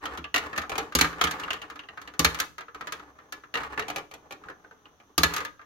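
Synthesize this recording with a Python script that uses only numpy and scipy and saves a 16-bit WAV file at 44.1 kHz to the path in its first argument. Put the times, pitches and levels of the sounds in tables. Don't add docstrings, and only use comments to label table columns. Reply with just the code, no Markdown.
import sys
import numpy as np
from scipy import signal
from scipy.fft import rfft, irfft
from scipy.io import wavfile
from scipy.ndimage import uniform_filter1d

SR = 44100
rng = np.random.default_rng(int(sys.argv[2]) if len(sys.argv) > 2 else 0)


def log_audio(samples):
    frames = np.atleast_2d(samples).T
    limited = np.clip(frames, -1, 1)
    pcm = np.round(limited * 32767).astype(np.int16)
    wavfile.write(sys.argv[1], SR, pcm)


N = 249165
HZ = np.fft.rfftfreq(N, 1 / SR)


def amp(db):
    return 10 ** (np.asarray(db) / 20)


def read(points, hz):
    table_hz, value = np.transpose(points)
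    return np.interp(np.log(hz + 1), np.log(table_hz + 1), value)


def unit(x):
    return x / np.sqrt(np.sum(x ** 2, -1, keepdims=True) + 1e-20)


def add(mix, s, sound):
    start = max(round(s * SR), 0)
    part = mix[:, start:][:, :sound.shape[-1]]
    part += sound[..., :part.shape[-1]]


def coloured(x, spectrum):
    shaped = irfft(rfft(x) * amp(read(spectrum, HZ)), N)
    return np.sqrt(N) * unit(shaped)


def causal(db):
    cepstrum = irfft(np.log(amp(db)))
    half = len(cepstrum) // 2
    cepstrum[1:half] *= 2
    cepstrum[half + 1:] = 0
    return np.exp(rfft(cepstrum))


def dying(noise, decays, rise):
    size = noise.shape[-1]
    t, hz = np.arange(size) / SR, np.fft.rfftfreq(size, 1 / SR)
    centres, t60s = np.transpose(decays)
    out = 0
    for share, t60 in zip(np.eye(len(decays)), t60s):
        band = irfft(rfft(noise) * read(np.c_[centres, share], hz), size)
        envelope = np.exp(-np.log(1000) * t / t60) * (1 - np.exp(-t / rise))
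        out = out + band * unit(envelope)
    return unit(out)


def pair(size, alike=0.26, count=10):
    left, own = rng.standard_normal((2, size))
    right = alike * np.roll(left, count) + np.sqrt(1 - alike ** 2) * own
    return np.array([left, right])


# frequency in Hz, relative level in dB per Hz.
BACKGROUND_SPECTRUM = [(20, -11), (70, -0.5), (200, -5.5), (320, -5.5), (900, -31), (1300, -6), (2200, -21),
                       (3400, -15.5), (5000, -26.5), (6200, -10), (7600, -36.5), (11500, -28),
                       (16000, -28.5)]


def background(level_db=-66):
    return amp(level_db) * coloured(rng.standard_normal((2, N)), BACKGROUND_SPECTRUM)


# frequency in Hz, decay time t60 in seconds.
ROOM_DECAYS = [(150, 0.96), (600, 0.37), (2000, 0.24), (5000, 0.3), (12000, 0.31)]


def room(x, wet_db=-9, treble_db=-6.5, delay=0.0064):
    tail = np.zeros((2, SR))
    add(tail, delay, dying(rng.standard_normal((2, SR)), ROOM_DECAYS, rise=0.001))
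    damping_db = read([(1500, 0), (8000, treble_db)], np.fft.rfftfreq(SR, 1 / SR))
    tail = irfft(rfft(tail) * causal(damping_db))
    echoes = signal.fftconvolve(x, tail, axes=1)[:, :N]
    return x + amp(wet_db) * echoes


# frequency in Hz, gain of the side relative to the mid in dB.
STEREO_WIDTH = [(100, -7), (250, -12), (500, -6.5), (1100, -0.5)]


def microphones(x):
    left, right = rfft(x)
    width = amp(read(STEREO_WIDTH, HZ))
    mid, side = left + right, width * (left - right)
    return irfft(np.array([mid + side, mid - side]) / np.sqrt(2 + 2 * width ** 2), N)


# frequency in Hz, width in Hz, peak in dB.
TRACK_RESONANCES = [(299.2, 10, 12.5), (451.5, 57, 7.5), (730, 79, 1.5), (1222, 97, 5), (1710, 9.9, 8),
                    (4730, 29, 1)]


def body(x):
    gain = 1 + sum((amp(db) - 1) / (1 + 2j * (HZ - hz) / width) for hz, width, db in TRACK_RESONANCES)
    response = irfft(gain, N)[:SR // 5]
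    return signal.fftconvolve(x, response[None], axes=1)[:, :N]


# start in seconds, level in dB.
LIGHT_LANDINGS = [(0.186, -46.5), (0.213, -54.5), (0.578, -46), (1.214, -51), (1.24, -41), (3.776, -53)]
RIM_THUMP_DB, FLOOR_THUMP_DB = -28.5, -30


def landings():
    rims = [(s, db + RIM_THUMP_DB) for s, fall_s, db in CAPSULE_DROPS]
    floors = [(s + fall_s, db + FLOOR_THUMP_DB) for s, fall_s, db in CAPSULE_DROPS]
    return LIGHT_LANDINGS + rims + floors


# frequency in Hz, typical level relative to the thump in dB, decay time t60 in seconds.
PLATE_MODES = [(59.85, -2, 0.34), (76, 3, 0.22), (91, 0, 0.15), (164.7, -1, 0.36), (252, 2.5, 0.13),
               (293.5, 0.5, 0.28), (338.8, 0, 0.14), (412.3, -11, 0.4)]


def thumps(boom_db=-12, boom_t60=0.29, vary_db=3.0):
    t, out = np.arange(SR // 2) / SR, np.zeros((2, N))
    hz, mode_db, t60 = np.transpose(PLATE_MODES)[:, :, None]
    signs = (-1) ** np.arange(len(PLATE_MODES))[:, None]
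    modes = signs * np.sin(2 * np.pi * hz * t) * np.exp(-np.log(1000) * t / t60)
    band = signal.butter(2, [90, 380], "band", fs=SR, output="sos")
    onset = 1 - np.exp(-t / 0.00056)
    for s, db in landings():
        answer_db = mode_db + vary_db * rng.standard_normal(hz.shape)
        swing = (amp(answer_db) * modes).sum(0)
        shaking = unit(signal.sosfilt(band, rng.standard_normal((2, len(t)))))
        boom = np.sqrt(len(t)) * shaking * np.exp(-np.log(1000) * t / boom_t60)
        add(out, s, amp(db) * (swing + amp(boom_db) * boom) * onset)
    return out


# start in seconds, length in seconds, level on entry in dB, name of the piece.
ROLLING_RUNS = [(0, 0.19, -38.5, "ramp"), (0.382, 0.26, -39, "tunnel"), (0.671, 0.21, -41, "trough"),
                (1, 0.21, -38, "capsule"), (1.248, .32, -38, "bend"), (1.611, 0.62, -46.5, "chute"),
                (2.199, 0.223, -40.5, "capsule"), (2.74, 0.3, -46, "ramp"), (3.028, 1, -50.5, "ramp"),
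                (3.544, 0.26, -38.5, "tunnel"), (3.793, 0.17, -44, "trough"),
                (4.115, 0.41, -52.5, "trough"), (4.435, 0.095, -48, "bend exit"),
                (4.568, 0.55, -53.5, "chute"), (5.284, 0.13, -35, "capsule")]
SWELL_S, SLOWING_DB_PER_S, LEAVING_DB_PER_S = 0.02, 7, 294.5
ROLL_WEIGHT = 0.25


def contact(weighted):
    t = np.arange(N) / SR
    level = np.full(N, 1e-5)
    for start, length, entry_db, piece in ROLLING_RUNS:
        age = np.maximum(t - start, 0)
        db = entry_db - SLOWING_DB_PER_S * age - LEAVING_DB_PER_S * np.maximum(age - length, 0)
        weight_db = weighted * ROLL_WEIGHT * TRACK_PIECES[piece][0]
        swell = np.minimum(age / SWELL_S, 1)
        level = np.maximum(level, swell * amp(db + weight_db))
    return 20 * np.log10(level)


def bumps(per_s, spread_db):
    size = amp(spread_db * np.minimum(rng.exponential(1, N), 3))
    hits = rng.random(N) < per_s / SR
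    train = size * hits * rng.choice([-1, 1], N)
    walls = dying(pair(SR // 10), PLASTIC_DECAYS, rise=0.000097)
    return signal.fftconvolve(train[None], walls, axes=1)[:, :N]


# frequency in Hz, relative level in dB per Hz.
TROUGH_SPECTRUM = [(30, -23.5), (70, 2.5), (125, -11), (200, -10), (310, -6.5), (550, -5), (900, -1),
                   (1300, 0.5), (1800, -2.5), (3000, -15.5), (5000, -22), (16000, -39.5)]
# frequency in Hz, relative level in dB per Hz.
CHATTER_SPECTRUM = [(300, -19.5), (1250, 6), (2800, -2), (4500, -20), (6600, -15), (8200, -31),
                    (16000, -23.5)]


def rolling(rumble_db=-4, mids_db=-4, chatter_db=-9, fast_db=-39, steepness=1.8, dulling=0.62,
            split_hz=950, lumpy_db=2.5, lump_s=0.022):
    t = np.arange(N) / SR
    lumps_db = lumpy_db * np.interp(t / lump_s, np.arange(N), rng.standard_normal(N))
    level_db, low_db = contact(weighted=False) + lumps_db, contact(weighted=True) + lumps_db
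    slow_db = np.minimum(level_db - fast_db, 0)
    journey = np.cos(np.pi * (3 * t + np.arange(3)[:, None] / 3))
    grains = sum(share * bumps(per_s=160, spread_db=4.5) for share in journey)
    skips = sum(share * bumps(per_s=60, spread_db=4) for share in journey)
    rumble = coloured(grains, TROUGH_SPECTRUM)
    lows = signal.sosfiltfilt(signal.butter(3, split_hz, fs=SR, output="sos"), rumble)
    mids = amp(level_db + mids_db + dulling * slow_db) * (rumble - lows)
    chatter = amp(level_db + chatter_db + steepness * slow_db) * coloured(skips, CHATTER_SPECTRUM)
    return amp(low_db + rumble_db) * lows + mids + chatter


def patches(hz, spacing_hz):
    heights = rng.standard_normal(len(hz))
    return np.interp(hz / spacing_hz, np.arange(len(hz)), heights)


def ring(hz, ring_hz, size, sharpness=17, contact_s=0.0062):
    kick = pair(size, count=2) * np.exp(-np.arange(size) / SR / contact_s)
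    detuning = hz / ring_hz - ring_hz / (hz + 1)
    return unit(irfft(rfft(kick) / (1 + 1j * sharpness * detuning) / (1 + 1j * detuning)))


# frequency in Hz, relative level in dB.
PLASTIC_COLOUR = [(60, -16), (200, -8.5), (300, -9), (550, -5), (850, -1.5), (1250, 5), (2000, 2.5),
                  (3000, -5.5), (4300, -10), (5300, -16.5), (6600, -13.5), (8200, -29.5), (12000, -25),
                  (16000, -32.5)]
# frequency in Hz, decay time t60 in seconds.
PLASTIC_DECAYS = [(300, 0.24), (1300, 0.093), (3500, 0.077), (10000, .032)]


def knock(strength_db, hard_db, weight_db, modes, patchy_db=4, pivot_hz=1500, hard_hz=8500,
          heavy_hz=650, size=4096):
    hz = np.fft.rfftfreq(size, 1 / SR)
    wall_noise = dying(pair(size), PLASTIC_DECAYS, rise=0.00067)
    walls = rfft(wall_noise) * causal(patchy_db * patches(hz, spacing_hz=88.33))
    uneven_db = 10 * np.log10(uniform_filter1d((abs(walls) ** 2).mean(0), size=45))
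    contact_db = read([(heavy_hz, weight_db), (pivot_hz, 0), (hard_hz, hard_db)], hz)
    clack = irfft(walls * causal(contact_db + read(PLASTIC_COLOUR, hz) - uneven_db))
    rings = sum(amp(db) * ring(hz, ring_hz, size) for ring_hz, db in modes)
    return amp(strength_db) * (amp(-0.5) * clack + amp(-5.5) * rings)


# start in seconds, fall from rim to floor in seconds, strength added to both blows in dB.
CAPSULE_DROPS = [(.951, .0595, -3), (2.193, .053, -3), (5.179, .054, -3)]
# strength in dB, hardness as treble gain in dB,
# weight as low gain in dB, and modes as frequency in Hz and relative level in dB.
RIM_KNOCK = (10.86, 25.1, 8.5, [(1170, -4), (2850, -6), (4700, -3)])
FLOOR_KNOCK = (19.14, 16.8, 0.86, [(1640, -8.5), (2300, -8), (4200, -5.5)])


def drops():
    out = np.zeros((2, N))
    for s, fall_s, db in CAPSULE_DROPS:
        add(out, s, amp(db) * knock(*RIM_KNOCK))
        add(out, s + fall_s, amp(db) * knock(*FLOOR_KNOCK))
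    return out


TRACK_PIECES = {"ramp": (1.5, [(1300, -6), (1610, -10.5)]), "tunnel": (2.7, [(1900, -5), (2780, -4),
                (3900, -13.5)]), "corner": (4.9, [(1790, -4.5), (2600, -12.5)]),
                "trough": (10.25, [(800, -5), (2400, -4), (3000, -10)]), "bend": (2.08, [(1320, -6.5),
                (3230, -7.5)]), "bend exit": (12.3, [(1530, 5)]), "chute": (0, [(2810, -1.5),
                (3020, -8.5)]), "capsule": (-1.5, [(1210, -9), (1600, -8)])}
# start in seconds, strength in dB, hardness as treble gain in dB, piece whose modes sound.
TRACK_KNOCKS = [(.055, 1.5, 7.5, "bend"), (.174, -4.5, 9, "bend"), (.242, -2.5, -12, "chute"),
                (.342, 10, 10.5, "tunnel"), (.36, 10, 10.5, "tunnel"), (.378, 3, 13, "tunnel"),
                (.53, -0.5, -4.5, "corner"), (0.561, -3.5, 7, "corner"), (0.577, 7, 11, "corner"),
                (0.617, -4, 7, "corner"), (0.636, -4.5, -27, "ramp"), (.695, -4, 16, "trough"),
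                (.717, -2, 5, "trough"), (.755, -2.5, 9, "trough"), (0.78, 4, 16, "trough"),
                (0.8, -7, -3, "trough"), (.922, -6, 3, "capsule"), (0.987, 9.5, 16.5, "capsule"),
                (1.044, 10, 3, "capsule"), (1.128, -4, -1, "capsule"), (1.212, 13.5, 9.5, "bend"),
                (1.239, 11.5, 12.5, "bend"), (1.271, 6.5, 3, "bend"), (1.31, 0, 18, "capsule"),
                (1.397, -4, 11.5, "capsule"), (1.435, -2, 3, "chute"), (1.48, -0.5, -9, "capsule"),
                (1.505, 6.5, 4, "chute"), (1.531, -1, 11.5, "chute"), (1.617, -6, 7, "chute"),
                (1.7, -6.5, 6, "ramp"), (1.757, -9.5, 4, "ramp"), (1.792, -6.5, -3, "chute"),
                (1.835, -18, -13, "chute"), (1.887, -9, -9, "tunnel"), (1.974, -3, -7, "capsule"),
                (2.015, -14, 15.5, "ramp"), (2.075, -10, 8, "tunnel"), (2.137, -14, 7, "ramp"),
                (2.345, 1, 10.5, "capsule"), (2.388, -1, 13, "capsule"), (2.4, 8, 19.5, "capsule"),
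                (2.581, -3, 5, "ramp"), (2.607, -6.5, 3.5, "ramp"), (2.682, -10.5, -15, "ramp"),
                (2.746, -7, 3, "ramp"), (2.809, -2.5, 1.5, "ramp"), (2.871, -1, 7, "ramp"),
                (2.922, 0, 15, "ramp"), (2.995, -10.5, 0, "ramp"), (3.187, -14.5, -7, "ramp"),
                (3.323, -4, 15.5, "ramp"), (3.436, -12.5, -7, "ramp"), (3.54, 2.5, 5, "tunnel"),
                (3.554, 4.5, 1.5, "tunnel"), (3.573, 0, 4, "tunnel"), (3.633, -3, 2, "ramp"),
                (3.776, 4, -3.5, "corner"), (3.794, 4.5, 7.5, "corner"), (3.823, -5, -3, "tunnel"),
                (3.882, -4.5, 14.5, "trough"), (3.9, -1.5, 12, "trough"), (3.96, 0, 15, "trough"),
                (3.981, -5, 10, "trough"), (4.112, -16, 14, "trough"), (4.138, -14, 18, "trough"),
                (4.308, -9.5, 10.5, "trough"), (4.322, -9.5, 13.5, "trough"), (4.437, -14, -3, "ramp"),
                (4.485, -13.5, 2.5, "bend exit"), (4.499, -14.5, 4, "bend exit"),
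                (4.646, -22, -18, "bend exit"), (4.71, -22, 1, "bend exit"), (4.855, -19, -6, "chute"),
                (5.0, -23.5, 1.5, "trough"), (5.337, 0, 19.5, "capsule"), (5.363, 3, 18, "capsule"),
                (5.379, 1.5, 10, "capsule"), (5.404, 1.5, 4, "capsule"), (5.449, -0.5, 10.5, "capsule"),
                (5.593, -12, -20.5, "capsule"), (5.614, -16, -5, "capsule")]


def knocks(rebound_db=-8, rebound_s=0.0081):
    out = np.zeros((2, N))
    for s, strength_db, hard_db, piece in TRACK_KNOCKS:
        sound = knock(strength_db, hard_db, *TRACK_PIECES[piece])
        add(out, s, sound)
        skip = amp(rebound_db - max(strength_db, 0)) * uniform_filter1d(sound, size=7)
        add(out, s + rebound_s * rng.uniform(0.85, 1.8), skip)
    return out


def scene(left_db=0.25):
    marbles = body(knocks() + drops() + rolling())
    track = microphones(room(marbles) + background())
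    plate = room(thumps(), wet_db=-15.5)
    return track * amp([[left_db], [-left_db]]) + plate * amp([[-left_db], [left_db]])


def record(dry, edge_hz=16100):
    low_pass = signal.firwin(511, edge_hz, window=("kaiser", 9), fs=SR)
    return signal.oaconvolve(np.clip(dry, -1, 1), low_pass[None], "same", axes=1)


dry = scene()
out = record(dry)
log_audio(out)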